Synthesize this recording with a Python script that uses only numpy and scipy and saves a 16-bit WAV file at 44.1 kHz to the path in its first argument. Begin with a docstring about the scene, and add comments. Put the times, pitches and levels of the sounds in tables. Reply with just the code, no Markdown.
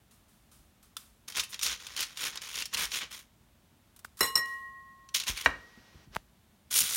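"""In a small kitchen, roasted peppers are lifted from a foil-lined tray into a glass bowl.
The foil crinkles in bursts as metal tongs dig under a pepper, and juice spits faintly on the hot tray.
The pepper flops into the bowl and the tongs clink twice on the glass, which rings on.
The tongs are put down with a knock, a finger taps close by, and the foil is grabbed again.
Soft handling bumps and a low, steady hush lie underneath."""
import sys
import numpy as np
from scipy import signal
from scipy.fft import rfft, irfft
from scipy.io import wavfile
from scipy.ndimage import uniform_filter1d

SR = 44100
rng = np.random.default_rng(int(sys.argv[2]) if len(sys.argv) > 2 else 0)


def unload_wav(signal):
    """Save mono or channel-first audio to the path in sys.argv[1] as 16-bit WAV at rate SR, clipped to [-1, 1]."""
    wavfile.write(
        sys.argv[1],
        SR,
        np.round(np.clip(np.atleast_2d(signal).T, -1, 1) * 32767).astype(np.int16),
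    )


N = 306936
TIME = np.arange(N) / SR


# The tone of foil (a tone table says how strong each pitch is): pitch_hz, level_db
FOIL_TONE = [(100, -16), (260, -16.5), (490, -13.5), (700, -19.5), (1000, -8.5), (1300, -7.5), (1750, -7.5),
             (2700, 0), (3700, -0.5), (6000, -0.5), (7500, -3), (9400, 1.5), (11000, -4), (16000, -7.5)]
# Pushes on the foil; treble and body count from the push's own level:
# start_s, swell_s, hold_s, level_db, treble_db, body_db, pitch_hz
FOIL_PUSHES = [(1.276, .005, 0.019, -45, -2, -5.5, 5400), (1.33, 0.043, 0.022, -32.5, -9.5, -7, 3900),
               (1.49, .005, 0.023, -57, 8, -7, 3900), (1.513, 0.02, 0.0057, -41.5, -13, -6, 4300),
               (1.608, .028, 0.023, -31.5, -4.5, -13, 5100), (1.649, 0.023, 0.057, -34.5, -10, -8, 3900),
               (1.777, .025, 0.2, -49, -10, -5.5, 3800), (1.951, 0.046, 0.031, -34, -8, -9, 3920),
               (2.045, 0.017, 0.067, -53.5, -9, -4.5, 3500), (2.141, 0.1, 0.036, -33.5, -6.5, -7, 3470),
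               (2.307, 0.02, 0.053, -48.5, -15, -2, 3580), (2.407, 0.013, 0.095, -44, -7.5, -7, 3370),
               (2.503, 0.061, 0.049, -36, -7, -9, 3400), (2.71, 0.038, .004, -35.5, -11, -6, 3900),
               (2.755, 0.034, 0.051, -32.5, -4.5, -4.5, 3470), (2.888, 0.058, 0.034, -33.5, -6.5, -9, 3500),
               (2.993, 0.023, 0.016, -38, -18, -4, 2710), (3.099, 0.02, 0.027, -44, -4.5, -7.5, 3900),
               (3.144, 0.015, 0.039, -51, -2.5, -6.5, 3580), (5.14, 0.0091, 0.0048, -23, -7, -17, 4230),
               (5.193, 0.01, 0.0071, -36.5, -11.5, -11.5, 3900), (5.257, .028, 0.0088, -30, -6, -7, 3500),
               (5.331, 0.044, 0.041, -41, -7.5, -8.5, 2920), (5.434, 0.015, 0.0035, -40.5, -4, -4.5, 4200),
               (6.703, .011, 0.34, -35.5, 0.5, -9.5, 4500), (6.708, 0.062, 0.039, -28, 5, -15.5, 4600),
               (6.922, 0.031, .01, -39, 10, -10, 4800)]

def foil_crinkles():
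    """Each push makes many tiny buckles: sharp creases sound bright, broad dents move the whole sheet."""
    buckles = coloured(tiny_buckles(per_s=900, spread_db=2, fade_s=0.013, ping_gain=0.27), FOIL_TONE)
    push_powers = np.array([hand_stroke(*push[:4]) ** 2 for push in FOIL_PUSHES]) + 1e-18
    treble_db, body_db, pitch_hz = np.transpose(FOIL_PUSHES)[4:]
    total_power = push_powers.sum(axis=0)
    blended_hz = pitch_hz @ push_powers / total_power  # louder pushes count for more
    middle = np.sqrt(total_power) * foil_patches(buckles, blended_hz, db_per_octave=13.5)
    treble = np.sqrt(from_db(treble_db) ** 2 @ push_powers) * unit_level(band(buckles, 8170, "high"))
    body = np.sqrt(from_db(body_db) ** 2 @ push_powers) * unit_level(band(buckles, 1900, "low"))
    return from_db(-2) * (middle + treble + body)


def tiny_buckles(per_s, spread_db, fade_s, ping_gain, patches=14):
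    """Buckles of random size each ring one small patch of foil; the average loudness is kept even."""
    sizes = from_db(spread_db * np.minimum(rng.exponential(1, N), 3)) * rng.choice([-1, 1], N)
    buckles = sizes * (rng.random(N) < per_s / SR)
    patch_hit = rng.integers(0, patches, N)
    crackle = np.zeros(N)
    for patch, hz in enumerate(np.geomspace(1500, 14000, patches)):
        noise = dying_noise(fade_s)
        one_buckle = unit_level(noise) + ping_gain * unit_level(ring(noise, hz, 10 / hz))
        crackle += signal.oaconvolve(buckles * (patch_hit == patch), one_buckle)[:N]
    local_power = np.abs(uniform_filter1d(crackle ** 2, size=900))
    return crackle / np.sqrt(local_power + 1e-9)


def foil_patches(buckles, pitch_hz, db_per_octave):
    """Large patches of foil sound low and small ones high; the pitch sets the mix of the two."""
    large = unit_level(band(buckles, [2000, 3500], "band"))
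    small = unit_level(band(buckles, [3500, 7000], "band"))
    balance = from_db(db_per_octave * np.log2(pitch_hz / 3450))
    return (large + balance * small) / np.sqrt(1 + balance ** 2)


# Single creases giving way; treble counts from the crease's own level:
# start_s, level_db, treble_db, ping_hz, fade_s (a fade is the time taken to drop by 60 dB)
CREASE_SNAPS = [(0.9677, -19.5, -14, 3510, 0.026), (1.282, -27, -16, 6370, 0.032),
                (1.3226, -29, -23, 3200, 0.038), (1.3714, -17.5, -12.5, 2630, 0.039),
                (1.3961, -12, -18.5, 3610, 0.069), (1.4352, -25, -13, 2640, 0.062),
                (1.5429, -21, -20.5, 3290, 0.032), (1.5922, -22.5, -19.5, 3700, 0.049),
                (1.6132, -20.5, -23, 5760, 0.032), (1.6316, -14.5, -10, 5300, 0.034),
                (1.6638, -12, -20, 5820, 0.047), (1.8675, -24.5, -16.5, 3540, 0.035),
                (1.9649, -19, -17, 4300, 0.032), (1.9753, -18.5, -24, 3070, 0.033),
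                (2.0056, -20.5, -6.5, 2690, 0.039), (2.028, -17.5, -18.5, 4240, 0.058),
                (2.172, -24, -19, 3660, 0.063), (2.2104, -33, -13, 2300, 0.035),
                (2.356, -27.5, -12.5, 3280, 0.038), (2.374, -19.5, -28, 3770, 0.024),
                (2.4177, -27, -14, 3000, 0.035), (2.4882, -30, -18, 3240, 0.035),
                (2.6222, -15, -25, 2750, 0.028), (2.6557, -22.5, -13.5, 5450, 0.046),
                (2.738, -22.5, -10, 3370, 0.052), (2.7451, -13.5, -19, 4100, 0.035),
                (2.7717, -18.5, -17, 2680, 0.032), (2.8524, -18, -18, 5530, 0.037),
                (2.9175, -20, -28, 3820, 0.035), (3.0149, -25.5, -28, 2290, 0.041),
                (5.0888, -35, -23, 5850, 0.038), (5.1441, -21, -10, 5210, 0.041),
                (5.1996, -17, -17, 4350, 0.028), (5.236, -22, -21, 2730, 0.039),
                (5.2689, -21, -20, 4040, 0.038), (5.3742, -20.5, -18.5, 2290, 0.046),
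                (5.4122, -25, -11, 3040, 0.035)]

def foil_snaps():
    """Larger creases let go with a crack and a metallic ping that the sheet quickly stops."""
    middle = bursts((s, db - 9, fade) for s, db, _, _, fade in CREASE_SNAPS)
    treble = bursts((s, db + treble_db + 1, fade * 1.1) for s, db, treble_db, _, fade in CREASE_SNAPS)
    cracks = band(middle, [700, 7000], "band") + band(treble, 7000, "high")
    pings = sum(ring(clicks([s], [db - 12]), hz, fade_s=0.028) for s, db, _, hz, _ in CREASE_SNAPS)
    return pings + coloured(cracks, FOIL_TONE)


# The notes the glass bowl rings with: pitch_hz, level_db, fade_s
BOWL_NOTES = [(458, -55, 1.1), (1075.5, -38.5, 2.2), (2893, -42, .62), (4062, -34, 0.4), (4495, -53, .3),
              (5313, -47, .3), (5462, -42, .35), (6916, -39, .3), (8091, -40, .22), (8204, -41, .2),
              (8656, -38, 0.22), (9415, -44, 0.2), (9943, -47, .2), (10810, -44, .17), (11773, -43, .18),
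              (12478, -38, .16), (12952, -38, .16), (13889, -47, .16), (14355, -43, .18), (14540, -46, .16)]
# Its strongest note, split in two by the uneven rim so it swells and wobbles: pitch_hz, level_db, fade_s
RIM_NOTES = [(1897.4, -41, 1.2), (1889.2, -50, 1.3)]
# Hits that ring the bowl, each favouring one pitch: start_s, level_db, favoured_hz, boost_db
BOWL_STRIKES = [(4.208, 1.5, 1096, 0), (4.356, -7, 1890, 18.5), (5.461, -33.5, 1893, 28)]

def glass_bowl():
    """The glass rings after every hit, most of all with the note that moves that spot the most."""
    start_s, hit_db, favoured_hz, boost_db = np.transpose(BOWL_STRIKES)

    def note(hz, note_db, fade_s):
        """One note, set ringing by all the hits."""
        nearness = np.exp(-(np.log2(hz / favoured_hz) / 0.3) ** 2)
        return ring(clicks(start_s, hit_db + note_db + boost_db * nearness), hz, fade_s)

    # the uneven rim gives each high note a quieter, slightly lower twin
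    twins = sum(note(hz * 0.997, db - 6.5, fade) for hz, db, fade in BOWL_NOTES[2:])
    rim = note(*RIM_NOTES[0]) - note(*RIM_NOTES[1])  # the two start by swinging opposite ways
    return sum(note(*row) for row in BOWL_NOTES) + twins + rim


# The tongs chattering on the glass: start_s, clash_db, fade_s, steel_db
TONG_CLINKS = [(4.2071, -17, 0.049, -12), (4.214, -27, 0.046, -26), (4.228, -25.5, 0.22, -18),
               (4.355, -22, 0.041, 0.5), (4.376, -30.5, 0.077, -7.5)]
# The tone of that clash: pitch_hz, level_db
CLASH_TONE = [(180, -42.5), (300, -7), (701, -22.5), (1060, -0.5), (1720, -17.5), (1900, 3), (2480, -21.5),
              (4160, -17), (4750, -30), (5430, 1.5), (6000, -23), (8360, -9.5), (16000, -21.5)]
# The notes of the steel: pitch_hz, level_db, fade_s
STEEL_NOTES = [(5410, -17.5, .07), (5459, -20.5, .07), (8150, -31, .06), (8680, -30, 0.074),
               (12950, -30, .05), (15375, -38, .07)]

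def tong_clinks():
    """Steel chatters on the rim: a noisy clash that stirs the glass's high notes, and a bright ring."""
    start_s, clash_db, fade_s, steel_db = np.transpose(TONG_CLINKS)
    blows = clicks(start_s, steel_db)
    # taking away a very short ring lets each note build up while steel and glass touch
    steel = sum(from_db(db + 2.5) * (ring(blows, hz, fade) - ring(blows, hz, fade_s=0.0046))
                for hz, db, fade in STEEL_NOTES)
    chatter = bursts(zip(start_s, clash_db, fade_s))
    glass = sum(from_db(db) * ring(chatter, hz, fade_s=0.071) for hz, db, _ in BOWL_NOTES[2:])
    glass = from_db(-2.5) * np.std(chatter) * unit_level(glass)
    return steel + glass + from_db(-4) * coloured(chatter, CLASH_TONE)


# The tongs landing on the worktop: start_s, level_db
LANDING = [(5.4607, -1.5)]
# The notes of the worktop: pitch_hz, level_db, fade_s
WORKTOP_NOTES = [(1180, -22, .02), (1613, -11, 0.0238), (1867, -8, 0.03), (2290, -11, 0.017),
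                 (2815, -22, 0.052), (3900, -25, 0.048), (5700, -31, 0.0412)]
# The dull thud that follows: start_s, level_db, fade_s
THUDS = [(5.4615, -21.5, 0.057), (5.470, -38.5, 0.41)]
# The tone of the thud: pitch_hz, level_db
THUD_TONE = [(21, -29), (50, 0.5), (135, -9), (400, -5.5), (700, -5), (786, -19), (946, -4.5), (1110, -4.5),
             (1940, -8), (2130, -18), (3900, -22.5), (9000, -35), (11700, -69), (19800, -120)]
# Faint slides over the worktop: start_s, swell_s, hold_s, level_db
WORKTOP_SLIDES = [(5.465, .03, 0.547, -63), (6.105, 0.044, 0.0091, -53)]
# The tone of the sliding: pitch_hz, level_db
SLIDE_TONE = [(200, -1.5), (1400, 0), (3000, -4), (5800, -5), (8000, -19.5), (15000, -24.5)]

def worktop_knock():
    """The tongs are put down: a blunt blow rings the worktop, with a thud and faint sliding."""
    blow = band(clicks(*np.transpose(LANDING)), 6700, "low")
    knock = sum(from_db(db) * ring(blow, hz, fade) for hz, db, fade in WORKTOP_NOTES)
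    rubbing = coloured(rng.standard_normal(N), SLIDE_TONE)
    slides = sum(hand_stroke(*row) for row in WORKTOP_SLIDES) * rubbing
    return band(knock, 340, "high") + coloured(bursts(THUDS), THUD_TONE) + slides


# Juice spitting on the hot tray: start_s, level_db, fade_s
JUICE_SPITS = [(0.11, -61.5, 0.46), (0.283, -67, 1), (0.515, -59.5, 0.6), (0.828, -59, 0.27),
               (0.972, -53, 0.49)]
# Soft wet pepper ticks, then (last two rows) bright little ticks of the close finger tap:
# start_s, level_db, fade_s
SMALL_TICKS = [(3.963, -51, 0.054), (3.991, -48.5, 0.046), (4.046, -43, 0.051), (4.171, -51, 0.33),
               (4.191, -43, 0.2), (4.457, -45, 0.032), (4.47, -55.5, 0.68), (6.148, -53, 0.087),
               (6.1607, -39.5, 0.02)]
# The tone of the spits and ticks: pitch_hz, level_db
TICK_TONE = [(590, -50), (1000, -6.5), (1290, -4), (1870, -11), (4070, -8), (7880, -7.5), (8650, -4.5),
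             (16000, -11.5)]
# The pepper flopping into the bowl: start_s, level_db, fade_s
PEPPER_FLOPS = [(4.209, -27.5, 0.18), (4.357, -39, 0.25)]
# The tone of a flop: pitch_hz, level_db
FLOP_TONE = [(40, -9), (100, -9.5), (200, -4.5), (300, -6.5), (440, 2), (680, -8.5), (950, 1.5), (1400, -7),
             (2100, -6), (3200, -22)]

def peppers_and_ticks():
    """The peppers' spits, ticks and soft landing, and the finger tap's bright ticks, are puffs of noise."""
    ticks = coloured(bursts(JUICE_SPITS + SMALL_TICKS), TICK_TONE)
    return ticks + coloured(bursts(PEPPER_FLOPS), FLOP_TONE)


# Small dry taps close by: start_s, level_db, pitch_hz, fade_s
DRY_TAPS = [(0.9677, -36, 1342, 0.022), (4.049, -27, 1490, 0.009), (6.1508, -20.5, 3500, 0.0006),
            (6.161, -24.5, 900, .014), (6.1656, -6.5, 1215, 0.0018)]

def finger_taps():
    """Each tap is one very short note, with its lower middle pitches turned down."""
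    taps = sum(ring(clicks([s], [db]), hz, fade) for s, db, hz, fade in DRY_TAPS)
    return band(taps, 600, "high", order=2) + from_db(-2) * band(taps, 210, "low")


# The notes of the tray under the foil: pitch_hz, level_db, fade_s
TRAY_NOTES = [(55.7, -55.5, 0.24), (511, -47.5, 0.03)]

def tray(foil, digging_ends_s):
    """While the tongs dig under the pepper, each crinkle also shakes the tray."""
    shaking = np.abs(foil) * rng.standard_normal(N) * (TIME < digging_ends_s)
    return sum(from_db(db) * ring(band(shaking, hz * 0.93, "high"), hz, fade)
               for hz, db, fade in TRAY_NOTES)


# Low bumps from handling: start_s, level_db, pitch_hz
LOW_BUMPS = [(0.584, -50.5, 70.0), (1.375, -49, 62), (2.75, -44, 56.5), (2.799, -45, 53.5),
             (5.288, -34.5, 57), (5.773, -46, 135), (5.942, -45.5, 140), (6.072, -45.5, 75.6),
             (6.811, -43, 153)]

def handling_bumps(fade_s):
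    """Each bump is a short, deep rumble around its own pitch."""
    bumps = np.zeros(N)
    for s, db, hz in LOW_BUMPS:
        rumble = band(bursts([(s, db - 2, fade_s)]), [hz * 0.5, hz * 1.26], "band", order=1)
        bumps += np.sqrt(SR / 2 / hz) * rumble  # makes up for what the filter takes away
    return band(bumps, 320, "low")


def kitchen_echo(sound, fade_s, treble_limit_hz, echo_db):
    """Adds the wash of echoes from the walls, which starts a moment late and has less treble."""
    tail = band(dying_noise(fade_s), treble_limit_hz, "low", order=1)
    tail[:int(0.004 * SR)] = 0
    tail /= np.sqrt(np.sum(tail ** 2))
    return sound + from_db(echo_db) * signal.fftconvolve(sound, tail)[:N]


# The tone of the quiet room: pitch_hz, level_db
HUSH_TONE = [(12, -42), (20, -12.5), (53, 2.5), (168, -5.5), (187, -5), (228, -2.5), (255, -10.5),
             (337, -11.5), (499, -18.5), (574, -15), (2080, -22), (2530, -23), (3530, -22.5), (4940, -27),
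             (16000, -29)]

def room_hush(level_db):
    """A faint, steady noise, strongest in the bass."""
    return from_db(level_db) * coloured(rng.standard_normal(N), HUSH_TONE)


def hand_stroke(start_s, swell_s, hold_s, level_db, rise_db=33, fall_db_per_s=424):
    """The loudness of one hand movement: it builds up ever more slowly, holds, then dies away."""
    gain = np.zeros(N)
    active = (TIME >= start_s) & (TIME < start_s + 1)
    t = TIME[active] - start_s
    swell_left = np.maximum(1 - t / swell_s, 0)
    settling_s = np.maximum(t - swell_s - hold_s, 0)
    gain[active] = from_db(level_db - rise_db * swell_left ** 2 - fall_db_per_s * settling_s)
    return gain


def from_db(db):
    """Turns decibels into a number to multiply by."""
    return 10 ** (np.asarray(db) / 20)


def unit_level(x):
    """Scales a signal so its average power is 1."""
    return x / np.sqrt(np.mean(x ** 2) + 1e-20)


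def band(x, hz, kind, order=4):
    """Keeps the low pitches, the high ones or a band; a higher order cuts more sharply."""
    return signal.sosfilt(signal.butter(order, hz, kind, fs=SR, output="sos"), x + 1e-18)


def coloured(x, tone, size=8192):
    """Shapes a sound with a tone table; white noise keeps its power."""
    hz, db = np.transpose(tone)
    octave = np.log2(np.maximum(np.arange(size // 2 + 1) * SR / size, 1))
    octaves_outside = np.abs(octave - np.clip(octave, np.log2(hz[0]), np.log2(hz[-1])))
    gain = unit_level(from_db(np.interp(octave, np.log2(hz), db) - 20 * octaves_outside))
    # make the filter answer as early as it can (minimum phase), so clicks stay sharp
    cepstrum = irfft(np.log(gain + 1e-6))
    cepstrum[1:size // 2] *= 2
    cepstrum[size // 2 + 1:] = 0
    return signal.fftconvolve(x, irfft(np.exp(rfft(cepstrum))))[:N]


def clicks(times_s, levels_db):
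    """A one-sample click at each time."""
    out = np.zeros(N)
    out[np.round(np.asarray(times_s) * SR).astype(int)] = from_db(levels_db)
    return out


def ring(x, hz, fade_s):
    """Each click in x starts a pure note of the same height, which fades away."""
    decay = from_db(-60 / (fade_s * SR))
    angle = 2 * np.pi * hz / SR
    return signal.lfilter([0, np.sin(angle)], [1, -2 * decay * np.cos(angle), decay ** 2], x + 1e-18)


def dying_noise(fade_s):
    """Fading noise, like countless close notes ringing at once."""
    t = np.arange(int(fade_s * SR) + 2) / SR
    return rng.standard_normal(len(t)) * from_db(-60 * t / fade_s)


def bursts(rows):
    """A puff of fading noise for each row of start_s, level_db, fade_s."""
    out = np.zeros(N)
    for start_s, level_db, fade_s in rows:
        start = round(start_s * SR)
        burst = dying_noise(fade_s)[:N - start]
        out[start:start + len(burst)] += from_db(level_db) * burst
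    return out


def scene():
    """Foil, tray, tongs, peppers, ticks and knock echo in the kitchen; the rest is added without echo."""
    foil = foil_crinkles() + foil_snaps()
    sources = foil + tong_clinks() + tray(foil, digging_ends_s=3.3) + peppers_and_ticks()
    room = kitchen_echo(sources + worktop_knock(), fade_s=0.29, treble_limit_hz=7180, echo_db=-16.5)
    background = room_hush(level_db=-64) + handling_bumps(fade_s=0.16)
    return (room + glass_bowl() + finger_taps() + background)[None]


def record(dry):
    """The small microphone loses the deepest bass; the highest treble is cut steeply."""
    thinned = band(dry, 38, "high")
    return signal.sosfilt(signal.ellip(10, 0.1, 70, 16100, fs=SR, output="sos"), thinned)


dry = scene()
out = record(dry)
unload_wav(out)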